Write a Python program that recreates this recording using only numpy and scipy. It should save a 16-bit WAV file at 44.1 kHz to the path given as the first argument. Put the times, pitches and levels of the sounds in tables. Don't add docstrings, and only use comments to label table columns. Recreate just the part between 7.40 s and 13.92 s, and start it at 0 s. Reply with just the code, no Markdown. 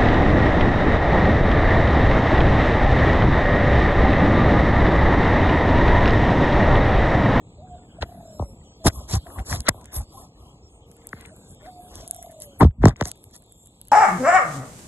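import sys
import numpy as np
from scipy import signal
from scipy.fft import rfft, irfft, next_fast_len
from scipy.io import wavfile
from scipy.ndimage import uniform_filter1d

SR = 44100
rng = np.random.default_rng(int(sys.argv[2]) if len(sys.argv) > 2 else 0)


def to_wav(sig):
    pcm = np.clip(np.atleast_2d(sig), -1, 1) * 32767
    pcm = np.round(pcm).astype(np.int16)
    wavfile.write(sys.argv[1], SR, pcm.T)


def level_to_linear(level):
    exponent = np.asarray(level, float) / 20
    return 10 ** exponent


N = 287393
SIZE = next_fast_len(N + SR // 2)
HZ = np.maximum(np.arange(SIZE // 2 + 1) * SR / SIZE, 1)
TIME = np.arange(N) / SR

# (frequency [Hz], level [dB per Hz])
CRACK_COLOUR = [(2200, -8.5), (3000, 15.5), (5000, 12.5), (9000, -29.5), (12000, -53), (12800, -39)]


def at_hz(points, hz=HZ):
    table_hz, values = np.array(points)[:, 0], np.array(points)[:, 1]
    return np.interp(np.log(hz), np.log(np.maximum(table_hz, 1)), values)


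def in_time(rows):
    s, *columns = np.transpose(rows)
    return np.array([np.interp(TIME, s, c) for c in columns])


def drift(rate):
    r = np.exp(-80 * np.pi * rate / SR)
    white = rng.standard_normal(N // 40 + 2002)
    slow = signal.lfilter([1], [1, -2 * r, r * r], white)[2000:]
    return np.interp(np.arange(N) / 40, np.arange(len(slow)), slow / slow.std())


def noise(colour, patchy_db, patch_rate, grain_db, count):
    grains = rng.standard_normal((2, N)) * level_to_linear(grain_db * drift(800))
    spectrum = rfft(grains, SIZE) * level_to_linear(at_hz(colour))
    low_hz, high_hz = colour[0][0], colour[-1][0]
    place = (np.log(HZ / low_hz) / np.log(high_hz / low_hz)).clip(0, 1) * (count - 1)
    out = 0
    for k in range(count):
        crossfade = np.cos(np.pi / 2 * np.clip(place - k, -1, 1))
        band = irfft(spectrum * crossfade, SIZE)[:, :N]
        out = out + band * level_to_linear(patchy_db * drift(patch_rate))
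    return out / out[0].std()


def blows(seconds, peak_db, colour, early_s=0.):
    # (frequency [Hz], delay [ms])
    low_lag = [(40, 39.2), (70, 29.5), (120, 16), (300, 7.5), (500, 5.5), (900, 4), (1500, 2.1),
               (3000, 0.92)]
    skirt_db_per_octave = 60
    cycles = np.cumsum(at_hz(low_lag) / 1000 - early_s) * SR / SIZE
    octaves_outside = np.abs(np.log2(HZ / HZ.clip(colour[0][0], colour[-1][0])))
    shape = level_to_linear(at_hz(colour) - skirt_db_per_octave * octaves_outside) * np.exp(-2j * np.pi * cycles)
    clicks = np.zeros(N)
    clicks[np.round(np.array(seconds) * SR).astype(int)] = level_to_linear(np.array(peak_db))
    return irfft(rfft(clicks, SIZE) * shape, SIZE)[:N] / np.abs(irfft(shape, SIZE)).max()


def garden():
    # (time [s], exposure of the ports [dB], fur brushing nearby [dB])
    hold = [(0, -53.5, -88), (.56, -51, -78), (.7, -51, -78), (1.05, -52, -76), (1.3, -52, -79.5),
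            (1.62, -55.5, -66), (2.1, -50.5, -68), (2.65, -54.5, -76), (3.2, -54.5, -85.5),
            (3.7, -52, -73.5), (4.25, -53, -76), (4.57, -48.5, -64), (4.75, -56.5, -64.5),
            (5.25, -51.5, -67), (5.8, -54.5, -79.5), (6.2, -59.5, -80.5), (6.52, -57.5, -79.5)]
    # (time [s], level [dB])
    traffic = [(0, -47), (.8, -46.5), (1.3, -48.5), (1.7, -53.5), (2.3, -52), (2.9, -52.5), (3.4, -52),
               (3.7, -50), (5, -53.5), (5.75, -52), (6.1, -56), (6.52, -52)]
    # (from [s], to [s], treble [dB])
    background_dip = (5.265, 5.55, -21)
    # (frequency [Hz], level [dB per Hz])
    rumble_colour = [(25, -20), (45, -2), (70, -0.5), (150, -3), (260, -10), (330, -85)]
    rustle_colour = [(200, -34), (280, 4.5), (500, -1.5), (900, -4.5), (1300, -13.5), (2000, -13),
                     (2700, -14), (3200, -62)]
    insect_colour = [(2300, -16), (2900, 1), (3600, 3.5), (4500, -3), (6200, -8), (7500, 4), (8200, 4),
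                     (8800, -32.5)]
    hiss_colour = [(7600, -45.5), (8400, -1.5), (9300, -5), (11000, -7.5), (11900, 2.5), (12400, -37.5)]
    rustle_db, hiss_db = -2.5, 3
    insects_db, insects_follow = -60.5, 0.31

    exposure_db, brushing_db = in_time(hold)
    start, end, dip_db = background_dip
    dip_db = dip_db * np.clip(np.minimum(TIME - start, end - TIME) / 0.016 + 1, 0, 1)
    rumble = level_to_linear(in_time(traffic)[0]) * noise(rumble_colour, 3.5, 8.6, 0, count=4)
    insect_gain = level_to_linear(insects_db + insects_follow * (brushing_db - brushing_db.mean()) + dip_db)
    rustle_gain = level_to_linear(exposure_db + rustle_db + 0.45 * dip_db)
    hiss_gain = level_to_linear(brushing_db + hiss_db + dip_db) + whiskers()
    rustle = rustle_gain * noise(rustle_colour, 0.53, 2.4, 3.3, count=6)
    insects = insect_gain * noise(insect_colour, 4.6, 3.7, 0.33, count=10)
    hiss = hiss_gain * noise(hiss_colour, 4.5, 7.0, 1.1, count=4)
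    return rumble + rustle + insects + hiss


def dove():
    # (hoot start [s], hoot stretch [factor], roll start [s])
    calls = [
        (.18, 1.001, .591),
        (4.22, 1.07, 4.632),
    ]
    # (time from start [s], pitch [Hz], level [dB])
    hoot_track = [(0, 584, -54.5), (0.038, 634, -44.5), (0.05, 727, -46), (.064, 734, -44),
                  (.09, 731, -56.5), (0.168, 710, -40), (.2, 725, -55), (.27, 725, -56), (0.29, 715, -66)]
    # (time from first throb [s], pitch [Hz], held tone [dB], throb [dB])
    roll_track = [(-.03, 612, -93, -35.5), (0.021, 680, -59, -42), (.11, 707.8, -59.5, -44),
                  (0.257, 668, -58.5, -39), (0.39, 605, -52, -49.5), (.46, 569, -51.5, -88),
                  (0.551, 521, -60.5, -60)]
    throb_times = [0, .039, .071, .103, .131, .159, .188, .216, .242, .267, .291, .314, .338, .361, .38]
    throb_s, throb_rise_hz, throb_spread_db = 0.02, 32, 2

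    out = np.zeros(N)
    for hoot_s, stretch, roll_s in calls:
        s = roll_s + np.array(throb_times)
        nearest = np.abs(TIME[::32, None] - s).argmin(axis=1).repeat(32)[:N]
        place = np.clip((TIME - s[nearest]) / throb_s, -.5, .5)
        throb_gain = level_to_linear(throb_spread_db * rng.standard_normal(len(s))[nearest])
        throb = throb_gain * np.cos(np.pi * place) ** 2
        slide_hz = throb_rise_hz * np.sin(2 * np.pi * place)
        hoot = [(hoot_s + stretch * t, hz, db, -120) for t, hz, db in hoot_track]
        roll = [(roll_s + t, *rest) for t, *rest in roll_track]
        for rows in hoot, roll:
            sounding = (TIME > rows[0][0]) & (TIME < rows[-1][0])
            flutter_db = 2.2 * drift(28)
            pitch_hz, held_db, throb_db = in_time(rows)
            phase = 2 * np.pi * np.cumsum(pitch_hz + slide_hz + 4.0 * drift(26)) / SR
            level = np.sqrt(2) * level_to_linear(held_db + flutter_db) + level_to_linear(throb_db) * throb
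            out += sounding * level * np.sin(phase)
    return out


def knocks():
    # (time [s], peak [dB], low push, edge, crack [dB above peak])
    case_blows = [(0.6264, -9, -25, -42, -18.5), (0.995, -11.5, -6.5, -72, -31),
                  (1.022, -15.5, -10.5, -51, -47), (1.453, -13, 10.5, -29, -18),
                  (1.468, -7.5, 0, -4.5, -13), (1.736, -19, 1.5, -20, -21), (1.984, -30, -18, -35, -23),
                  (2.284, -17.5, 5.5, 9, -2), (2.343, -30.5, -10, -27, -42), (3.731, -30, 4, 8.5, -44),
                  (4.862, -32.5, -38, -33, -14.5), (5.208, -1, 1.5, -14, -40.5),
                  (5.2135, -8, -12.5, -12, -30), (5.219, -8.5, -3.5, -16, -39.5),
                  (5.233, -11, -3, -13.5, -41), (5.226, -4, 7, -25.5, -33), (5.246, -11.5, 9, -26, -26.5),
                  (5.436, -1, 5.5, -24, -75), (5.455, 4, 1.5, -14.5, -56), (5.475, -22, 17, -33, -30.5),
                  (5.482, -18, -4, -4, -19.5), (5.611, -5, -4.5, -11, -16), (5.625, -21.5, -4, -5.5, -11),
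                  (5.655, -30.5, 3, -3.5, -22)]
    # (time [s], peak [dB])
    grip_pushes = [(0.327, -70), (1.577, -36), (1.737, -10), (1.766, -11.5), (1.998, -27.5), (2.119, -18),
                   (2.14, -18), (2.172, -24.5), (2.566, -26.5), (2.598, -26.5), (3.02, -50.5), (5.262, -2),
                   (5.285, -14), (5.387, -26), (5.502, -16.5)]
    # (frequency [Hz], level [dB per Hz])
    push_colour = [(25, -33.5), (55, -14), (100, -6), (200, -11), (320, -16.5), (450, -22)]
    grip_colour = [(30, -22), (50, -6), (75, 4), (120, 1.5), (190, -14), (280, -29.5)]
    case_colour = [(200, -36.5), (320, -6), (600, 4.5), (950, 3.5), (1300, -11.5), (1600, -74)]
    edge_colour = [(1100, -9.5), (1400, -6.5), (2000, -6), (2450, -25), (3200, -40), (5000, -52)]

    s, peak_db, push_db, edge_db, crack_db = np.transpose(case_blows)
    grip_s, grip_db = np.transpose(grip_pushes)
    s = s - .0012
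    push = blows(s, peak_db + push_db - 7.0, push_colour)
    case = blows(s, peak_db - 6.5, case_colour)
    edge = blows(s, peak_db + edge_db + 4.0, edge_colour)
    crack = blows(s, peak_db + crack_db + 5.5, CRACK_COLOUR)
    return push + case + edge + crack + blows(grip_s, grip_db - 4.0, grip_colour, early_s=0.013)


def far_notes(wobble=0.018):
    # (start [s], length [s], pitch [Hz], level [dB])
    far_calls = [
        (0.848, 0.3, 5460, -59),
        (1.236, 0.15, 5870, -63),
        (1.398, 0.12, 649, -44),
        (3.22, 0.074, 5300, -59),
        (3.287, 0.12, 8300, -61.5),
        (3.294, 0.9, 462, -58.5),
        (3.82, 0.13, 8455, -56.5),
        (3.911, 0.027, 620, -44.5),
        (4.73, 0.12, 5840, -56),
    ]
    # (start [s],
    # length [s], pitch [Hz], level [dB])
    squeaks = [(.79, 0.026, 840, -50.5), (1.738, 0.035, 760, -31.5), (1.862, 0.017, 700, -40),
               (1.7, 0.013, 880, -38), (2.6, 0.021, 826, -40.5), (1.958, 0.011, 1080, -32.5),
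               (1.985, .03, 757, -39), (2.136, 0.017, 700, -32), (2.405, 0.036, 977, -48.5),
               (2.74, .03, 800, -43), (.352, 0.025, 660, -45.5), (4.402, .022, 330, -48.5),
               (2.27, .008, 1278, -32), (2.277, 0.0092, 1400, -23), (2.77, .02, 1050, -40),
               (2.82, .025, 760, -46), (2.266, 0.011, 3950, -32), (1.728, .006, 7000, -27)]
    out, waver, flicker_db = np.zeros(N), drift(52), 1.2 * drift(40)
    for s, length, hz, level_db in far_calls + squeaks:
        near = slice(round(s * SR), round((s + length) * SR))
        swell = np.sin(np.pi * np.clip((TIME[near] - s) / length, 0, 1)) ** .5
        phase = 2 * np.pi * hz * np.cumsum(1 + wobble * waver[near]) / SR
        out[near] += level_to_linear(level_db + flicker_db[near]) * swell * np.sin(phase)
    return out


def rubbing(edge_share=0.72, pressure_lag_s=0.0038):
    # (start [s], length [s], pressure [dB], scrub [dB], fur hiss [dB])
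    fur_strokes = [(0.993, 0.055, -25, -39.5, -58), (1.446, 0.041, -22.5, -26, -27.5),
                   (1.46, 0.027, -18.5, -22.5, -19), (1.509, 0.16, -37, -45, -50),
                   (1.688, 0.069, -41, -38.5, -31.5), (1.733, 0.048, -44, -35, -33.5),
                   (1.866, 0.089, -49, -44.5, -60.5), (1.959, 0.068, -29.5, -42.5, -64),
                   (2.054, 0.059, -47, -46.5, -40.5), (2.086, 0.086, -32, -37.5, -30.5),
                   (2.175, 0.041, -24.5, -46, -48.5), (2.284, 0.0092, -30, -13, -11.5),
                   (2.287, 0.035, -31, -41, -83.5), (2.34, 0.11, -48, -50, -89),
                   (2.521, 0.062, -61, -42.5, -40), (2.557, 0.082, -30.5, -46.5, -45.5),
                   (2.704, 0.18, -53.5, -47.5, -54), (2.952, 0.22, -49, -54, -66.5),
                   (4.495, 0.17, -43, -49, -48.5), (5.004, 0.047, -71.5, -59, -46),
                   (5.473, 0.016, -51, -42, -39), (5.64, 0.069, -43, -46, -39),
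                   (5.927, 0.051, -53, -64, -47)]
    # (start [s], length [s], pressure [dB], scrub [dB], scratch [dB])
    claw_strokes = [(0.612, 0.031, -28.5, -37.5, -30.5), (1.472, 0.032, -36, -37.5, -31.5),
                    (1.848, 0.04, -70, -53, -57.5), (1.958, 0.071, -60.5, -50, -46),
                    (2.107, 0.056, -55, -41, -45.5), (2.436, 0.076, -50, -67.5, -57.5),
                    (4.682, 0.33, -59.5, -64, -60), (2.25, 0.054, -51.5, -39.5, -34),
                    (3.573, 0.12, -54, -60, -57.5), (3.74, 0.16, -51, -56, -49.5),
                    (4.2, 0.12, -56.5, -52.5, -52), (5.204, 0.032, -20.5, -13.5, -25),
                    (5.231, 0.047, -9.5, -33, -47.5), (5.386, 0.078, -17.5, -77.5, -69),
                    (5.428, 0.079, -24.5, -24.5, -33), (5.492, 0.047, -26.5, -46, -51),
                    (5.571, 0.03, -50, -57, -52), (5.6, 0.032, -55, -35, -38)]
    # (frequency [Hz], level [dB per Hz])
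    pressure_colour = [(25, -14.5), (50, 20.5), (90, 15.5), (160, -5.5), (260, -1.5), (340, -59.5)]
    scrub_colour = [(200, -5.5), (290, -3), (450, -7), (750, -3.5), (900, -7), (1050, 0.5), (1350, -14),
                    (1600, -39)]
    scratch_colour = [(1100, -14.5), (1400, 0), (2000, 2), (2600, -7.5), (7000, -24.5), (11800, -40.5),
                      (12500, -62.5)]
    fur_colour = [(2200, -7), (3000, -10), (4000, -4), (5500, 1.5), (7500, -4), (12000, -2.5), (12550, -18),
                  (12900, -60.5)]
    fur_scratch_slope, fur_scratch_db = 1.28, -1
    claw_hiss_db = -20

    gains = np.zeros((4, N))
    fur = [(*row, fur_scratch_slope * hiss_db + fur_scratch_db, hiss_db) for *row, hiss_db in fur_strokes]
    claws = [(*row, row[-1] + claw_hiss_db) for row in claw_strokes]
    for s, length, *levels_db in fur + claws:
        near = slice(round((s - length) * SR), round((s + 2 * length) * SR))
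        place = (TIME[near] - s) / length
        inside = np.clip(np.minimum(place, 1 - place) / edge_share + 0.35, 0, 1)
        swell = np.sin(np.pi / 2 * inside) ** 2
        gains[:, near] += level_to_linear(np.array(levels_db))[:, None] * swell
    pressure_gain = np.interp(TIME - pressure_lag_s, TIME, gains[0])
    pressure = pressure_gain * noise(pressure_colour, 1.5, 5.0, 0, count=3)
    scrub = gains[1] * noise(scrub_colour, 2.6, 22.0, 0.99, count=6)
    scratch = gains[2] * noise(scratch_colour, 5.0, 27.0, 7.3, count=6)
    hiss = gains[3] * noise(fur_colour, 2.5, 40.0, 3.0, count=6)
    return pressure + scrub + scratch + hiss


def jerks():
    # (time [s], peak [dB], top frequency [Hz])
    slips = [(5.2115, -21, 4700), (5.22, -30, 4500), (5.2274, -34, 4600), (5.2351, -19, 4600),
             (5.2445, -29, 4660), (5.254, -39, 4430), (5.309, -45.5, 2600), (5.43, -41, 8430),
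             (5.4385, -35.5, 5080), (5.472, -19, 9000), (5.4815, -27, 8500), (5.485, -18, 8350),
             (5.493, -24, 8400), (5.5, -35, 8000), (5.56, -33, 2500), (5.594, -42, 8000),
             (5.607, -43, 7000), (5.625, -23, 5900), (0.614, -29.5, 5500), (0.619, -34, 4000),
             (0.6235, -14, 4040), (0.6262, -18, 3850), (2.2035, -30, 12370), (2.2665, -24, 5000),
             (2.2695, -22, 5000), (2.272, -27, 5000), (1.986, -27, 2000), (1.868, -35, 1810),
             (1.902, -38, 1800), (2.545, -34, 4700), (2.562, -33, 4700), (2.585, -34, 4700),
             (5.4225, -41.5, 8000), (2.2045, -22.5, 15040), (2.219, -34.5, 14500), (2.285, -12, 7980),
             (2.288, -12.5, 7980), (5.456, -13, 16300), (5.613, -21, 15470), (5.655, -25.5, 15000),
             (5.716, -19.5, 16300), (2.413, -40, 12000), (0.6255, -18, 3500), (2.444, -34, 12000),
             (2.457, -37, 5000)]
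    decay_s, from_hz = .0007, 1000
    out, t = np.zeros((2, N + 400)), np.arange(400) / SR
    bursts = rng.standard_normal((60, 2, 400)) * np.exp(-t / decay_s)
    for (s, peak_db, top_hz), burst in zip(slips, bursts):
        band = signal.butter(3, [from_hz, top_hz], "band", fs=SR, output="sos")
        click = signal.sosfilt(band, burst)
        start = round(s * SR)
        out[:, start:start + 400] += level_to_linear(peak_db) * click / np.abs(click[0]).max()
    return out[:, :N]


def ticks(t60=.004, burst_s=.0006, width_hz=4000):
    # (time [s], peak [dB], ring [Hz])
    taps = [(0.6145, -40, 5740), (1.4441, -45, 6480), (2.219, -40, 6880), (2.444, -46, 7440),
            (2.457, -31.5, 9060), (3.515, -35, 8950), (3.8109, -33, 9800), (3.86, -32.5, 9590),
            (3.964, -36.5, 10900), (4.1077, -37.5, 9870), (4.148, -35.5, 9480), (4.517, -40, 9740),
            (4.5553, -21, 8730), (4.9116, -34.5, 10770), (5.002, -27, 11200), (5.0205, -16, 10700),
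            (5.455, -12.5, 5860), (5.5654, -35, 6840), (5.6112, -21, 6200), (5.7052, -50, 9570),
            (5.8408, -27, 11250), (6.259, -35, 11370), (6.4144, -21.5, 10700)]
    nicks = [(2.2054, -19.5, 6050), (3.5668, -39, 10700), (3.6706, -15.5, 11270), (3.691, -34, 7690),
             (4.6775, -17, 10400), (4.7104, -8.5, 10800), (4.7466, -25, 9760), (4.764, -27.5, 11300),
             (4.827, -21.5, 11000), (4.9175, -33.5, 10760), (5.0336, -30, 9100), (5.6525, -24, 8900),
             (5.655, -15, 6760), (5.6746, -19, 10900), (5.69, -26.5, 11070), (5.7154, -12.5, 9900),
             (5.963, -28, 11250), (6.123, -32.5, 11180), (6.231, -39, 10870), (6.4834, -23, 12750),
             (5.0228, -27, 11100), (2.2042, -19.5, 10500)]
    wet = [(1.559, -34, 8000), (1.615, -49, 8000), (2.413, -44, 8500), (4.683, -28, 11000),
           (4.843, -48, 11500), (5.618, -36, 9500), (5.638, -29, 8000), (5.646, -40, 8050),
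           (5.682, -22, 10400), (5.758, -39, 10900), (5.775, -42, 11000), (5.834, -41.5, 11500),
           (5.911, -39, 10700), (5.933, -44, 11100), (5.955, -34, 6960), (5.981, -43.5, 11000),
           (6.023, -39, 11040), (6.039, -42, 10500), (6.062, -47, 11000), (6.095, -47.5, 10920),
           (6.272, -35.5, 10940), (6.452, -39, 11050), (6.473, -36, 9700)]
    tap_body_db, nick_body_db, snap_db = -18, -40, -14

    out, t = np.zeros((2, N + 400)), np.arange(400) / SR
    slips = rng.standard_normal((90, 2, 400)) * np.exp(-t / burst_s)
    wide = signal.butter(2, [7500, 13800], "band", fs=SR, output="sos")
    for (s, peak_db, hz), slip in zip(taps + nicks + wet, slips):
        edges_hz = [hz - width_hz / 2, min(hz + width_hz / 2, 12300)]
        band = signal.butter(2, edges_hz, "band", fs=SR, output="sos")
        ring = signal.sosfilt(band, slip) + .25 * np.sin(2 * np.pi * hz * t) * level_to_linear(-60 * t / t60)
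        ring += level_to_linear(snap_db) * signal.sosfilt(wide, slip)
        start = round(s * SR)
        out[:, start:start + 400] += level_to_linear(peak_db) * ring / np.abs(ring[0]).max()
    tap_s, tap_db, _ = np.transpose(taps)
    nick_s, nick_db, _ = np.transpose(nicks)
    body_db = np.r_[tap_db + tap_body_db, nick_db + nick_body_db]
    return out[:, :N] + blows(np.r_[tap_s, nick_s], body_db, CRACK_COLOUR)


def whiskers():
    # (start [s], length [s], level [dB])
    brushes = [(0.633, 0.21, -60), (0.795, 0.38, -59.5), (1.522, 0.08, -42), (1.84, 0.19, -45),
               (2.324, 0.11, -56.5), (2.519, .09, -32.5), (2.714, 0.14, -49.5), (2.961, 0.17, -66.5),
               (3.462, .12, -65), (3.596, 0.28, -63), (3.933, 0.092, -63), (4.07, 0.1, -63.5),
               (4.2, 0.26, -64), (2.163, 0.13, -55.5), (5.75, 0.16, -62), (6.05, 0.48, -65.5),
               (4.78, .2, -61), (5.64, .07, -49), (4.392, 0.13, -53), (4.67, 0.15, -57),
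               (5.0, 0.076, -47.5), (5.187, 0.029, -32.5), (5.923, 0.096, -58)]
    gain = np.zeros(N)
    for s, length, db in brushes:
        near = slice(round(s * SR), round((s + length) * SR))
        gain[near] += level_to_linear(db) * np.sin(np.pi * np.clip((TIME[near] - s) / length, 0, 1))
    return gain


def ports(left, other):
    # (frequency [Hz], phase by which left leads [rad])
    port_phase = [(1100, 0), (1800, -.7), (2400, -3), (3500, -1.5), (5200, -3.1), (7400, -6.3),
                  (11000, -12.3), (12300, -12.7)]
    # (frequency [Hz], level [dB])
    port_level = [(720, 0), (860, -6), (1200, -8), (1500, -5), (2300, -8), (2900, -1), (6000, 0)]
    # (frequency [Hz], share [0-1])
    own_share = [(700, 0), (900, .55), (3000, .45), (6500, .32)]
    share = at_hz(own_share)
    turn = level_to_linear(at_hz(port_level)) * np.exp(-1j * np.interp(HZ, *np.transpose(port_phase)))
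    heard = np.sqrt(1 - share) * rfft(left, SIZE) + np.sqrt(share) * rfft(other, SIZE)
    return np.array([left, irfft(turn * heard, SIZE)[:N]])


def scene():
    handling = rubbing() + ticks() + jerks() + knocks() * [[1], [.4]]
    left, other = garden() + handling + dove() + far_notes()
    return ports(left, other)


def starved_bands(x, size=1024, count=4):
    # sum, difference [dB]
    drop_below_db = [-2, -11.5]
    floor_db, wander_spread_db, from_hz = -97, 3.5, 1300
    attack_db, loud_db = 3, -19
    thin_to_hz, thin_sum_db = 2750, 21.5
    relief_from_db, relief_slope = -36, .55

    hz, _, cells = signal.stft([x[0] + x[1], x[0] - x[1]], SR, nperseg=size)
    power = np.abs(cells[:, :-1]) ** 2
    bands = power.reshape(2, -1, count, power.shape[-1]).mean(axis=2)
    bands_db = 10 * np.log10(uniform_filter1d(bands, size=3, axis=2) + 1e-20)
    wander = uniform_filter1d(rng.standard_normal(bands.shape), size=15, axis=2)
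    wander = uniform_filter1d(wander, size=3, axis=1)
    wander_db = wander_spread_db * wander / wander.std()
    treble_db = 10 * np.log10(power[:, hz[:-1] > from_hz].sum(axis=(0, 1)) + 1e-20)
    relief_db = relief_slope * np.maximum(treble_db - relief_from_db, 0)
    limit_db = bands_db[::-1] + np.array(drop_below_db)[:, None, None] + wander_db - relief_db
    weak = bands_db < limit_db
    thin_db = thin_sum_db * (hz[:-1:count, None] < thin_to_hz) * [[[1]], [[0]]]
    weak |= bands_db < floor_db + thin_db + wander_db
    attack = treble_db - signal.medfilt(treble_db, kernel_size=5) > attack_db
    whole_db = 10 * np.log10(power.sum(axis=(0, 1)) + 1e-20)
    weak &= ~(attack | (whole_db > loud_db + 12) | (treble_db > loud_db))
    cells[:, :-1] *= 1 - weak.repeat(count, axis=1) * (hz[:-1, None] > from_hz)
    total, apart = signal.istft(cells, SR, nperseg=size)[1][:, :N]
    return np.array([total + apart, total - apart]) / 2


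def band_limit(x):
    return signal.sosfilt(signal.butter(12, 16300, fs=SR, output="sos"), x)


def record(dry):
    top_hz, leak_db = 12800, -25
    cut = signal.cheby2(10, 50, top_hz, fs=SR, output="sos")
    leak = signal.butter(4, top_hz, "high", fs=SR, output="sos")
    rounded = dry / (1 + (dry / .91) ** 6) ** (1 / 6)
    kept = starved_bands(signal.sosfilt(cut, rounded) + level_to_linear(leak_db) * signal.sosfilt(leak, dry))
    return band_limit(kept)


dry = scene()
out = record(dry)
to_wav(out)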